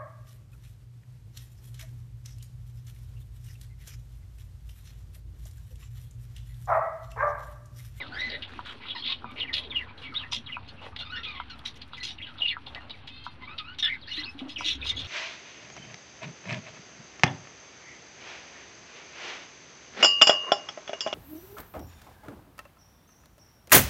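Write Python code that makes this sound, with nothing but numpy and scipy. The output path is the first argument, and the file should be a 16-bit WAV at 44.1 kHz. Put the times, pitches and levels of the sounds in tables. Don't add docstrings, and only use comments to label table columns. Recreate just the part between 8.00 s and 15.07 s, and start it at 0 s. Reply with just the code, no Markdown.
import sys
import numpy as np
from scipy import signal
from scipy.fft import rfft, irfft
from scipy.io import wavfile
from scipy.ndimage import uniform_filter1d

SR = 44100
rng = np.random.default_rng(int(sys.argv[2]) if len(sys.argv) > 2 else 0)


def waveform_to_disk(signal):
    frames = np.transpose(np.atleast_2d(signal))
    scaled = np.clip(frames, -1, 1) * 32767
    samples = np.round(scaled).astype(np.int16)
    wavfile.write(sys.argv[1], SR, samples)


def makeup_ratio(level_db):
    decades = np.asarray(level_db, float) / 20
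    return 10 ** decades


N = 311787
T = np.arange(N) / SR


def unit(x):
    return x / np.sqrt(np.mean(x ** 2) + 1e-30)


def noise(size=N):
    return rng.standard_normal(size)


def colour(x, points):
    hz, db = np.transpose(points)
    f = np.arange(len(x) // 2 + 1) * SR / len(x) + 1
    gain_db = np.interp(np.log(f), np.log(hz), db, -90, -90)
    return irfft(rfft(x) * makeup_ratio(gain_db), len(x))


def ring(x, hz, width_hz):
    return signal.lfilter(*signal.iirpeak(hz, hz / width_hz, fs=SR), x)


def walk(rate, size=N):
    hold = max(int(SR / rate), 1)
    steps = np.repeat(noise(size // hold + 1), hold)
    smooth = uniform_filter1d(uniform_filter1d(steps, hold), hold)
    return 1.73 * smooth[:size]


def add(out, s, x):
    i = int(s * SR)
    out[i:i + len(x)] += x[:len(out) - i]


def flaps(rate, scatter_db, puff_s, breath):
    snaps = (rng.random(N) < rate / SR) * makeup_ratio(scatter_db * noise())
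    puffs = signal.lfilter([1], [1, -np.exp(-1 / (puff_s * SR))], snaps)
    return (unit(puffs) + breath) * noise()


# (frequency [Hz], level per Hz [dB])
VOICE_COLOUR = [(410, -59), (700, -33), (1030, -22), (1200, -17.5), (1800, -11.5), (2720, -3.5),
                (3400, -3.5), (3840, -4), (4540, -10.5), (5420, -25.5), (6540, -43), (8500, -61),
                (14400, -120)]


def far_chicks():
    voice = unit(colour(flaps(rate=300, scatter_db=5, puff_s=.004, breath=.8), VOICE_COLOUR))
    murmur = 0.11 * voice
    for hz in (2000, 2600, 3220, 4200):
        murmur = murmur + makeup_ratio(2.6 * walk(14)) * ring(voice, hz, hz / 4)
    return unit(murmur)


def shuffling():
    rustle = 0
    for hz in (260, 340, 450, 580, 780, 1000, 1250, 1550):
        band = unit(ring(ring(noise(), hz, hz / 3.5), hz, hz / 3))
        rustle = rustle + makeup_ratio(3.6 * walk(22)) * band
    return unit(rustle)


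# (frequency [Hz], width [Hz], level [dB])
HUM = [(65.36, 4, 0), (93.5, 14.3, 0), (131.2, 23, -4.5)]


def hum():
    low = 0
    for hz, width_hz, db in HUM:
        low = low + makeup_ratio(db) * unit(ring(ring(noise(), hz, width_hz), hz, 3.4 * width_hz))
    return unit(low)


# (frequency [Hz], level per Hz [dB])
HOUSE_COLOUR = [(12, -43.5), (20, -11), (43, -13.5), (97, -8.5), (173, -13), (255, -5), (394, -22.5),
                (609, -38.5), (795, -17), (1770, -21.5), (2730, -22.5), (4130, -46.5), (6540, -69.5),
                (8500, -90), (14400, -120)]
# (frequency [Hz], level per Hz [dB])
AIR_COLOUR = [(4800, -8.5), (5800, -8), (6600, -20), (7500, -22), (8600, -20), (10500, -17.5), (12000, -29),
              (14000, -50), (15700, -49.5)]


def house():
    room = unit(colour(noise(), HOUSE_COLOUR))
    hiss = makeup_ratio(-26 + 3.5 * walk(33)) * unit(colour(noise(), AIR_COLOUR))
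    return unit(room + hiss)


# (time [s], far chicks level [dB], shuffling level [dB], hum level [dB])
BUSTLE = [
    (0.0, -46.5, -48.5, -48),
    (1.06, -50.5, -55.5, -56.5),
    (1.28, -55.5, -52.5, -51.5),
    (1.54, -53.5, -50.5, -52),
    (2.73, -56, -60, -49.5),
    (3.25, -47, -56, -52),
    (3.68, -53.5, -61, -53.5),
    (6.56, -51.5, -59, -56.5),
    (7.07, -43, -47.5, -41),
]


def bustle():
    s, *columns = np.transpose(BUSTLE)
    far_db, shuffle_db, hum_db = (np.interp(T, s, c) for c in columns)
    murmur = makeup_ratio(np.minimum(far_db, -47) - 7) * far_chicks()
    return murmur + makeup_ratio(shuffle_db) * shuffling() + makeup_ratio(hum_db) * hum() + makeup_ratio(-55.5) * house()


# (time [s], length [s], frequency [Hz], level [dB])
SCUFFS = [(0.472, 0.2, 1490, -53), (0.651, 0.12, 1410, -46.5), (2.81, .11, 740, -46.5),
          (4.398, 0.077, 730, -51), (1.97, .1, 1500, -54), (3.55, .2, 1100, -55), (1.08, .07, 1100, -52),
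          (6.18, .1, 1400, -52), (6.8, .25, 450, -56), (4.656, 0.34, 830, -52), (6.402, 0.12, 695, -51)]


def scuffs():
    out, grit = np.zeros(N), flaps(rate=200, scatter_db=5, puff_s=.003, breath=.7)
    for s, length, hz, db in SCUFFS:
        u = np.arange(int(length * SR)) / (length * SR)
        piece = grit[int(s * SR):][:len(u)]
        scrape = ring(ring(piece, hz, hz * 0.96), hz, hz * 0.95)
        add(out, s, makeup_ratio(db) * np.clip(u / 0.051, 0, 1) * (1 - u ** 3) * unit(scrape))
    return out


def band(x, order, low_hz, high_hz):
    return signal.sosfilt(signal.butter(order, (low_hz, high_hz), "band", fs=SR, output="sos"), x)


# (time [s], peak level [dB])
FLICKS = [
    (1.312, -63),
    (3.588, -60),
    (3.742, -68),
    (3.763, -64),
    (3.773, -63),
    (3.877, -66),
]


def flicks():
    out, t = np.zeros(N), np.arange(900) / SR
    for s, db in FLICKS:
        hiss = unit(band(noise(len(t)), 2, 5500, 11500))
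        add(out, s, makeup_ratio(db) * np.clip(t / .001, 0, 1) * np.exp(-t / .005) * hiss)
    return out


# (time [s], peak level [dB])
TICKS = [(0.422, -27), (1.318, -41), (2.013, -48), (2.963, -26), (3.592, -38), (3.772, -51), (3.816, -36),
         (4.033, -27), (4.748, -27), (4.898, -33), (5.076, -30), (5.582, -37), (5.747, -42), (5.789, -30)]


def ticks():
    out, t = np.zeros(N), np.arange(400) / SR
    for s, db in TICKS:
        grain = noise(len(t))
        snap = unit(colour(grain, VOICE_COLOUR)) + makeup_ratio(-36) * band(grain, 4, 6000, 12500)
        add(out, s, makeup_ratio(db - 5) * np.clip(t / 0.00046, 0, 1) * np.exp(-t / 0.0032) * snap)
    return out


# (time [s], peak level [dB], frequency [Hz])
BUMPS = [(0.269, -42, 236), (1.053, -45, 248), (1.242, -42.5, 227), (1.318, -43.5, 251),
         (2.372, -41.5, 229), (6.177, -37.5, 303), (6.349, -41.5, 280), (6.416, -31.5, 263.4),
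         (6.455, -38, 300), (6.585, -44, 300), (6.655, -42, 310), (6.751, -43.5, 274.4)]


def bumps():
    out, t = np.zeros(N), np.arange(int(.2 * SR)) / SR
    for s, db, hz in BUMPS:
        shape = np.clip(t / 0.0025, 0, 1) * np.exp(-t / 0.036)
        add(out, s, makeup_ratio(db + 0.5) * shape * np.sin(2 * np.pi * hz * t))
    return out


# (time [s], peak level [dB], upper ring level [dB])
TOCKS = [(0.591, -22.5, -4), (0.854, -46, 13.5), (1.221, -46, 10), (1.243, -24, -3), (1.909, -38, -16),
         (2.325, -27, -6.5), (2.568, -23.5, -1.5), (3.4, -22, -0.5), (3.933, -34.5, 4), (4.356, -46, 8),
         (4.39, -44, 6), (4.567, -31, 7.5), (5.265, -24.5, 0), (6.608, -23.5, -2.5), (6.855, -34, -6)]


def tocks():
    out, t = np.zeros(N), np.arange(int(.2 * SR)) / SR
    blow = np.exp(-((t - .002) / 0.0013) ** 2)
    after = np.clip(t / .009 - .4, 0, 1) * np.exp(-t / .008)
    panel = np.sin(2 * np.pi * 985 * t) * (.65 * blow + .3 * after)
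    upper = 0.71 * blow * np.sin(2 * np.pi * 1350 * t)
    for s, db, upper_db in TOCKS:
        add(out, s, makeup_ratio(db) * (panel - makeup_ratio(upper_db) * upper))
    return out


def glide(row, settle=2, peak=.35, start_db=-1, end_db=-9.5):
    s, length, from_hz, to_hz, db = row
    u = np.linspace(0, 1, num=17)
    done = (1 - np.exp(-settle * u)) / (1 - np.exp(-settle))
    hz = from_hz + (to_hz - from_hz) * done
    swell_db = np.interp(u, [0, np.clip(peak, .05, .95), 1], [start_db, 0, end_db])
    return np.transpose([s + length * u, hz, db + swell_db])


def tone(out, table, series, rough, wobble, fuzz, edge_s=.004, throb=.25):
    s, hz, *levels = np.transpose(table)
    t = s[0] + np.arange(int((s[-1] - s[0] + edge_s) * SR)) / SR
    trembling_hz = np.interp(t, s, hz) * (1 + wobble * walk(300, size=len(t)))
    phase = 2 * np.pi * np.cumsum(trembling_hz) / SR
    edge = np.clip(np.minimum(t - t[0], t[-1] - t) / edge_s, 0, 1)
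    levels = [np.interp(t, s, level) for level in levels]
    if series is None:
        partials = enumerate(levels, start=1)
    else:
        partials = [(k, levels[0] + db) for k, db in series]
    sound = 0
    for k, db in partials:
        flutter = 1 + rough * walk(205, size=len(t)) + fuzz * walk(1100, size=len(t))
        sound = sound + makeup_ratio(db) * flutter * np.sin(k * phase)
    pulse = 1 + throb * np.sin(2 * np.pi * 98 * t)
    add(out, s[0], np.sqrt(2) * edge * pulse * sound)


PURE = [(1, 0)]


# (time [s], length [s], from [Hz], to [Hz], peak level [dB])
HIGH_STRANDS = [
    (6.108, .03, 5800, 5700, -59),
    (6.192, .022, 4300, 5800, -51),
    (3.155, .035, 5100, 5500, -58),
    (6.96, .05, 6400, 6700, -58),
    (6.59, .04, 6200, 5700, -52),
]


def high_strands():
    out = np.zeros(N)
    for row in HIGH_STRANDS:
        tone(out, glide(row), PURE, rough=.4, wobble=.012, fuzz=.4)
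    return out


# (time [s], length [s], from [Hz], to [Hz], peak level [dB])
STRANDS = [(.947, .03, 5250, 4950, -54), (.95, .035, 4250, 3850, -46), (2.52, .055, 2950, 2450, -41),
           (3.16, .04, 1750, 1900, -44), (3.162, .03, 3500, 3600, -43), (3.145, .045, 2900, 2740, -44),
           (3.94, .015, 3450, 3350, -43), (3.95, .03, 4150, 3900, -52), (3.965, .025, 3000, 2000, -49),
           (3.978, .022, 2000, 1900, -52), (4.0, .024, 4200, 4050, -45), (4.008, .02, 2050, 1950, -50),
           (4.027, .025, 2750, 2700, -41), (4.07, .02, 4300, 3700, -41), (6.012, .035, 4900, 3200, -49),
           (6.075, .03, 1700, 1900, -48), (6.082, .02, 2800, 2700, -43), (6.1, .018, 4100, 4300, -46),
           (6.11, .04, 2950, 2800, -42), (6.15, .022, 4300, 4100, -42), (6.175, .03, 3850, 4180, -36),
           (6.23, .015, 1600, 1550, -48), (6.6, .022, 2700, 2650, -41), (6.905, .03, 2500, 2150, -44),
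           (6.968, .032, 3300, 3450, -36)]


def strands():
    out = np.zeros(N)
    for row in STRANDS:
        tone(out, glide(row), PURE, rough=.35, wobble=.015, fuzz=.35, edge_s=.003)
    return out


# (time [s], pitch [Hz], level [dB])
WHINE = [
    (5.09, 508, -68),
    (5.201, 531.4, -62.5),
    (5.33, 522.6, -71),
]
# (multiple, level [dB])
WHINE_PARTIALS = [(4, -6), (5, 6), (6, 6), (7, 5.5), (8, 3), (9, -7)]


def whine():
    out = np.zeros(N)
    tone(out, WHINE, WHINE_PARTIALS, rough=0.45, wobble=0.0011, fuzz=0.083, edge_s=0.012)
    return out


# (time [s], length [s], from [Hz], to [Hz], peak level [dB])
PEEPS = [
    (1.085, .045, 1040, 1080, -52),
    (3.15, 0.062, 1600, 1880, -47),
    (1.25, 0.089, 1212, 1184, -54.5),
    (3.12, .09, 1500, 1370, -46),
    (5.408, 0.048, 1040, 1054, -53),
    (5.47, 0.075, 1100, 1330, -49.5),
    (5.64, 0.1, 1200, 1520, -53),
    (5.585, .05, 1350, 1200, -53),
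    (4.8, .05, 1424, 1385, -59),
]
# (multiple, level [dB])
PEEP_PARTIALS = [(1, 2), (2, -1), (3, -10), (4, -24), (5, -30)]
# (time [s], length [s], from [Hz], to [Hz], peak level [dB])
NASAL_PEEPS = [
    (2.05, 0.066, 1140, 1094, -50),
    (3.25, 0.13, 1324, 1173, -52),
    (3.34, 0.084, 1106, 1053, -48),
    (3.262, 0.083, 1240, 1190, -46),
]
# (multiple, level [dB])
NASAL_PARTIALS = [(1, -5.5), (2, 0.5), (3, -11), (4, -26.5), (5, -25)]
# (time [s], length [s], from [Hz], to [Hz], peak level [dB])
SQUEAKS = [
    (.948, .045, 1060, 900, -49),
    (3.008, 0.034, 1392, 1420, -48),
    (3.05, .045, 1212, 1208, -52),
    (3.095, .045, 1200, 1480, -52),
    (3.498, .045, 1530, 1330, -49),
]
# (multiple, level [dB])
SQUEAK_PARTIALS = [(1, 0), (2, 0), (3, -1), (4, -11), (5, -22)]


def peeps():
    out, air = np.zeros(N), dict(rough=.38, wobble=.012, fuzz=.32)
    for row in PEEPS:
        tone(out, glide(row, settle=1.17, peak=.55, start_db=-3, end_db=-7), PEEP_PARTIALS, **air)
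    for row in NASAL_PEEPS:
        tone(out, glide(row), NASAL_PARTIALS, **air)
    for row in SQUEAKS:
        tone(out, glide(row), SQUEAK_PARTIALS, **air)
    return out


# (time [s], length [s], from [Hz], to [Hz], peak level [dB])
LANDINGS = [
    (1.398, .043, 4400, 2820, -33),
    (1.755, .042, 3100, 2790, -30),
    (1.74, .018, 3600, 3200, -40),
    (5.886, .065, 2180, 2120, -34.5),
    (6.254, .047, 2750, 2600, -43),
    (2.776, .03, 2750, 2680, -47),
]


def landings():
    out = np.zeros(N)
    for row in LANDINGS:
        note = glide(row, settle=5, peak=.55, start_db=-2, end_db=-7)
        tone(out, note, PURE, rough=.38, wobble=.012, fuzz=.32)
    return out


# (time [s], pitch [Hz], level [dB])
ARCH = [
    (2.142, 2750, -42),
    (2.158, 3400, -37),
    (2.176, 3900, -35),
    (2.194, 3524, -36),
    (2.21, 2921, -42),
    (2.225, 2750, -42),
    (2.24, 2500, -50),
]
SLIDE = [
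    (2.461, 4000, -42),
    (2.471, 3500, -40),
    (2.48, 3050, -45),
    (2.491, 2251, -45),
    (2.505, 1896, -52),
]
WARBLE = [
    (4.398, 3900, -42),
    (4.406, 3292, -36),
    (4.412, 2927, -33),
    (4.43, 2926, -35),
    (4.44, 2920, -36),
    (4.455, 2930, -27),
    (4.468, 2726, -35),
    (4.486, 2921, -41),
    (4.508, 2770, -35),
    (4.52, 2600, -48),
]
VEE = [
    (4.178, 4100, -44),
    (4.188, 2800, -44),
    (4.2, 2150, -45),
    (4.215, 2200, -45),
    (4.223, 3500, -41),
    (4.235, 3100, -41),
    (4.255, 2500, -50),
]


def bends():
    out = np.zeros(N)
    for bend in (ARCH, SLIDE, WARBLE, VEE):
        tone(out, bend, PURE, rough=.4, wobble=.014, fuzz=.38)
    return out


# (time [s], length [s], from [Hz], to [Hz], peak level [dB])
DIVES = [(0, .065, 2450, 1300, -46), (0, .04, 4250, 3500, -50), (2.2, .04, 1350, 1150, -52),
         (2.243, .035, 2050, 1800, -51), (2.145, .02, 2250, 2100, -48), (4.42, .018, 3500, 3400, -42),
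         (4.453, .022, 3500, 3300, -39), (5.855, .03, 3000, 2850, -36), (6.82, .025, 2700, 2550, -42),
         (1.475, .06, 2500, 1700, -45), (1.79, .05, 2450, 1700, -42), (1.43, .03, 2500, 1800, -44),
         (1.455, .035, 2950, 2750, -47), (1.697, 0.035, 3800, 3200, -42), (1.712, .03, 2900, 1900, -45),
         (1.88, .04, 2600, 2370, -53.5), (2.12, .05, 1337, 1146, -51), (2.508, 0.055, 3200, 2500, -43),
         (5.945, .03, 2150, 1500, -45), (2.658, .015, 4100, 3300, -53), (2.91, .035, 1400, 1150, -53),
         (4.935, .025, 2700, 1900, -55), (4.26, 0.03, 1720, 1600, -54), (4.285, .045, 1550, 1250, -53),
         (4.5, .055, 2800, 1650, -40), (4.749, 0.045, 1840, 1906, -46), (6.02, .03, 4600, 3240, -53),
         (6.557, 0.047, 3300, 2200, -40), (6.811, .015, 3850, 3400, -34), (6.9, 0.048, 2440, 2000, -51)]
# (time [s], length [s], from [Hz], to [Hz], peak level [dB])
SWELLS = [(.888, 0.034, 3150, 3400, -36), (1.735, 0.022, 2000, 2100, -46), (4.476, 0.022, 3650, 3520, -29),
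          (1.02, .06, 3200, 3600, -35), (2.225, .018, 1600, 1800, -48), (4.495, .025, 4000, 4300, -45),
          (4.465, .02, 4000, 4300, -46), (6.68, .04, 3500, 3950, -32), (6.86, .05, 3550, 3650, -35),
          (5.86, .028, 1700, 1780, -32), (6.195, .042, 2800, 3050, -39), (6.605, 0.057, 2620, 2360, -47.5),
          (6.965, 0.035, 3350, 3500, -39)]
# (time [s], length [s], from [Hz], to [Hz], peak level [dB])
CLIMBS = [
    (1.09, .03, 3600, 3900, -38),
    (6.652, .03, 3250, 3500, -33),
    (6.062, 0.025, 3500, 4300, -43),
    (6.095, 0.025, 1900, 2300, -47),
    (6.132, .022, 3400, 3600, -42),
    (6.165, 0.06, 1800, 2100, -51),
    (6.232, 0.018, 2950, 4400, -38),
    (6.247, .06, 4800, 5250, -52),
]


def chirps():
    notes = [glide(row, settle=1.72, peak=.4, start_db=-1.5, end_db=-11.5) for row in DIVES]
    notes += [glide(row, settle=2, peak=.97, start_db=-7.5, end_db=-14.5) for row in SWELLS]
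    notes += [glide(row, settle=1.6, peak=.26, start_db=-7.5, end_db=-5) for row in CLIMBS]
    out = np.zeros(N)
    for note in notes:
        tone(out, note, [(1, 0), (2, -36)], rough=.45, wobble=.02, fuzz=.4)
    return out


def soften(x):
    return signal.sosfilt(signal.butter(7, 5200, fs=SR, output="sos"), x)


# (time [s], pitch [Hz], first partial level [dB], second [dB], third [dB])
RISING_CALL = [
    (.112, 1344, -49, -66, -60),
    (.158, 1620, -43, -55, -50),
    (.182, 1800, -42, -50, -66),
    (.2, 1935, -39, -38, -78),
    (.232, 2040, -41, -43, -76),
    (.28, 2010, -45, -50, -80),
    (.3, 1880, -50, -54, -84),
    (.344, 1962, -40.5, -45, -76),
    (.372, 1960, -52, -56, -90),
]
# (multiple, level under the first partial [dB])
OVERTONES = [(4, -42), (5, -41), (6, -46)]


def rising_call():
    body, bright = np.zeros(N), np.zeros(N)
    tone(body, RISING_CALL, None, rough=.25, wobble=.014, fuzz=.45, edge_s=.008, throb=.55)
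    tone(bright, RISING_CALL[:5], OVERTONES, rough=.6, wobble=.014, fuzz=.5, edge_s=.008)
    return soften(body) + bright


# (time [s], length [s], from [Hz], to [Hz], peak level [dB])
SHRIEK = (5.824, .043, 1780, 1710, -21.5)
# (multiple, level [dB])
SHRIEK_PARTIALS = [(1, -14), (2, 0), (3, -23)]
# (multiple, level [dB])
SHRIEK_EDGE = [(3, -30), (4, -46), (5, -47), (6, -54), (7, -62)]


def shriek():
    body, sharp = np.zeros(N), np.zeros(N)
    tone(body, glide(SHRIEK), SHRIEK_PARTIALS, rough=.38, wobble=.012, fuzz=.32)
    tone(sharp, glide(SHRIEK), SHRIEK_EDGE, rough=.4, wobble=.01, fuzz=.4)
    return soften(body) + sharp


def whistles():
    mellow = soften(chirps() + landings() + peeps() + whine() + bends() + strands())
    calls = mellow + rising_call() + shriek() + high_strands()
    hiss = noise()
    air = makeup_ratio(-20.5) * unit(colour(hiss, VOICE_COLOUR)) + makeup_ratio(-45) * unit(colour(hiss, AIR_COLOUR))
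    return calls + uniform_filter1d(np.abs(calls), size=200) * air


def patches(x, bands):
    return sum(makeup_ratio(3 * walk(45)) * ring(ring(x, hz, hz / 7), hz, hz / 5) for hz in bands)


# (time [s], peak level [dB], throat [Hz], brightness [dB], length [s])
SHORT_RASPS = [(0.4215, -28, 2900, -30, 0.024), (4.376, -33, 3600, -35, .018),
               (0.5445, -40, 2320, -19, 0.025), (1.9764, -41, 3320, -29, 0.028),
               (2.14, -28, 4200, -40, 0.0085), (1.54, -15, 3600, -20, .008), (6.169, -23, 3700, -40, .003),
               (2.85, -40, 2000, -30, .02), (2.679, -33, 4600, -18, 0.022), (2.961, -29, 3600, -23, 0.011),
               (3.4963, -42, 3070, -10, 0.048), (3.755, -41.5, 3270, 2, 0.012),
               (3.8157, -25, 4620, -22, 0.0098), (3.928, -36, 3540, -31, 0.028),
               (3.9683, -38, 5000, -10, 0.047), (4.748, -38, 3350, -31, 0.0099),
               (4.896, -28.5, 3600, -52, 0.015), (5.0717, -32.5, 3280, -13.5, 0.017),
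               (5.5805, -22.5, 3540, -64, 0.017), (5.7859, -23, 3820, -11, 0.02)]
# (time [s], peak level [dB], throat [Hz], brightness [dB], length [s])
OPEN_RASPS = [(1.534, -17, 3350, -19, 0.055), (2.3195, -20, 3500, -5, 0.047),
              (2.8133, -39, 2650, -19, 0.054), (2.989, -24.5, 3600, -20, 0.029),
              (3.652, -21, 4310, -15, 0.032), (4.0304, -23, 4320, -5, 0.03), (4.068, -24, 3800, -12, 0.042),
              (5.2405, -29.5, 4060, -14, 0.018), (5.4294, -34, 4100, -30, 0.023),
              (5.934, -37, 3690, -34, 0.016), (6.381, -33, 3000, -18, 0.024),
              (6.4869, -30.5, 3230, -7, 0.033), (6.5864, -26.5, 2560, -8, 0.044)]
# (time [s], peak level [dB], throat [Hz], length [s])
DULL_RASPS = [(.2944, -28, 3770, 0.059), (0.652, -36, 3300, 0.089), (0.8075, -35, 2000, 0.058),
              (0.952, -30.5, 4050, 0.12), (1.1163, -28.5, 2850, 0.024), (1.3613, -28, 2430, 0.079),
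              (1.606, -31, 3470, 0.052), (2.021, -30.5, 2660, 0.039), (3.232, -25, 3610, .03),
              (3.275, -33, 3700, .06), (3.34, -36, 3400, .07), (2.16, -34, 3700, .06),
              (4.25, -37.5, 3200, 0.05), (4.4692, -34, 3630, 0.052), (4.6646, -31, 3530, 0.018),
              (5.829, -21.5, 3220, .055)]
# (time [s], peak level [dB], throat [Hz], brightness [dB], length [s])
LONG_RASPS = [
    (0.01, -40.5, 3730, -21, 0.07),
    (0.14, -36.5, 4200, -12, .14),
    (0.8555, -28, 3150, -34, 0.074),
    (1.0355, -21, 3380, -56, 0.1),
    (6.0716, -27.5, 4220, -20, 0.14),
    (6.641, -17, 3500, -9, 0.085),
    (6.84, -23, 3630, -7, 0.07),
    (6.94, -30, 3580, -12, 0.14),
]


def rasps():
    out, voice = np.zeros(N), flaps(rate=350, scatter_db=4, puff_s=.002, breath=.6)
    calm = unit(colour(flaps(rate=350, scatter_db=3, puff_s=.004, breath=2), AIR_COLOUR))
    body, top = unit(colour(voice, VOICE_COLOUR)), unit(colour(voice, AIR_COLOUR))
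    top = 1.5 * patches(top, (4300, 4950, 5700, 6400))
    sheen = 1.2 * patches(calm, (7500, 8600, 9800, 11000, 12200))
    dull = [(s, db, hz, -38.5, length) for s, db, hz, length in DULL_RASPS]
    # (bursts, opening as a share of length, fall [s], longest [s])
    kinds = ((SHORT_RASPS, .07, .012, .03), (OPEN_RASPS + dull, .33, .017, .07), (LONG_RASPS, .5, .019, .14))
    for table, rise, fall_s, most_s in kinds:
        t = np.arange(int((most_s + .15) * SR)) / SR
        for s, db, hz, bright_db, length in table:
            length = min(length, most_s)
            opening = np.clip(t / (rise * length), 0, 1)
            shape = opening * np.exp(-.6 * t / length - np.clip(t - length, 0, 1) / fall_s)
            i = min(int(s * SR), N - len(t))
            now = slice(i, i + len(t))
            throat = 0.33 * body[now] + 2.05 * ring(body[now], hz, width_hz=417)
            throat = throat + 0.77 * ring(body[now], 0.802 * hz, width_hz=128)
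            throat = throat + ring(body[now], 1.164 * hz, width_hz=360)
            warped = np.cumsum(1 + .025 * walk(30, size=len(t)))
            throat = np.interp(warped, np.arange(len(t)), throat)
            hiss = makeup_ratio(bright_db) * top[now] + makeup_ratio(0.52 * bright_db - 15.5) * sheen[now]
            add(out, s - min(.4 * rise * length, .006), makeup_ratio(db - 12) * shape * (throat + hiss))
    return out


def box(x, wet_db=-7):
    t, t60_s = np.arange(int(.25 * SR)) / SR, 0.081
    tail = ring(noise(len(t)), 1790, width_hz=2700)
    tail = tail * np.exp(-np.log(1000) * t / t60_s) * (t > .002)
    return x + makeup_ratio(wet_db) * signal.fftconvolve(x, tail / np.sqrt(np.sum(tail ** 2)))[:N]


def scene():
    voices = box(rasps() + whistles())
    wood = box(tocks() + bumps() + ticks(), wet_db=-11.5)
    return (voices + wood + bustle() + scuffs() + flicks())[None]


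def roll_off(x):
    return signal.sosfilt(signal.butter(12, 15720, fs=SR, output="sos"), x)


def record(dry):
    mix = dry - .0028
    return roll_off(mix)


dry = scene()
out = record(dry)
waveform_to_disk(out)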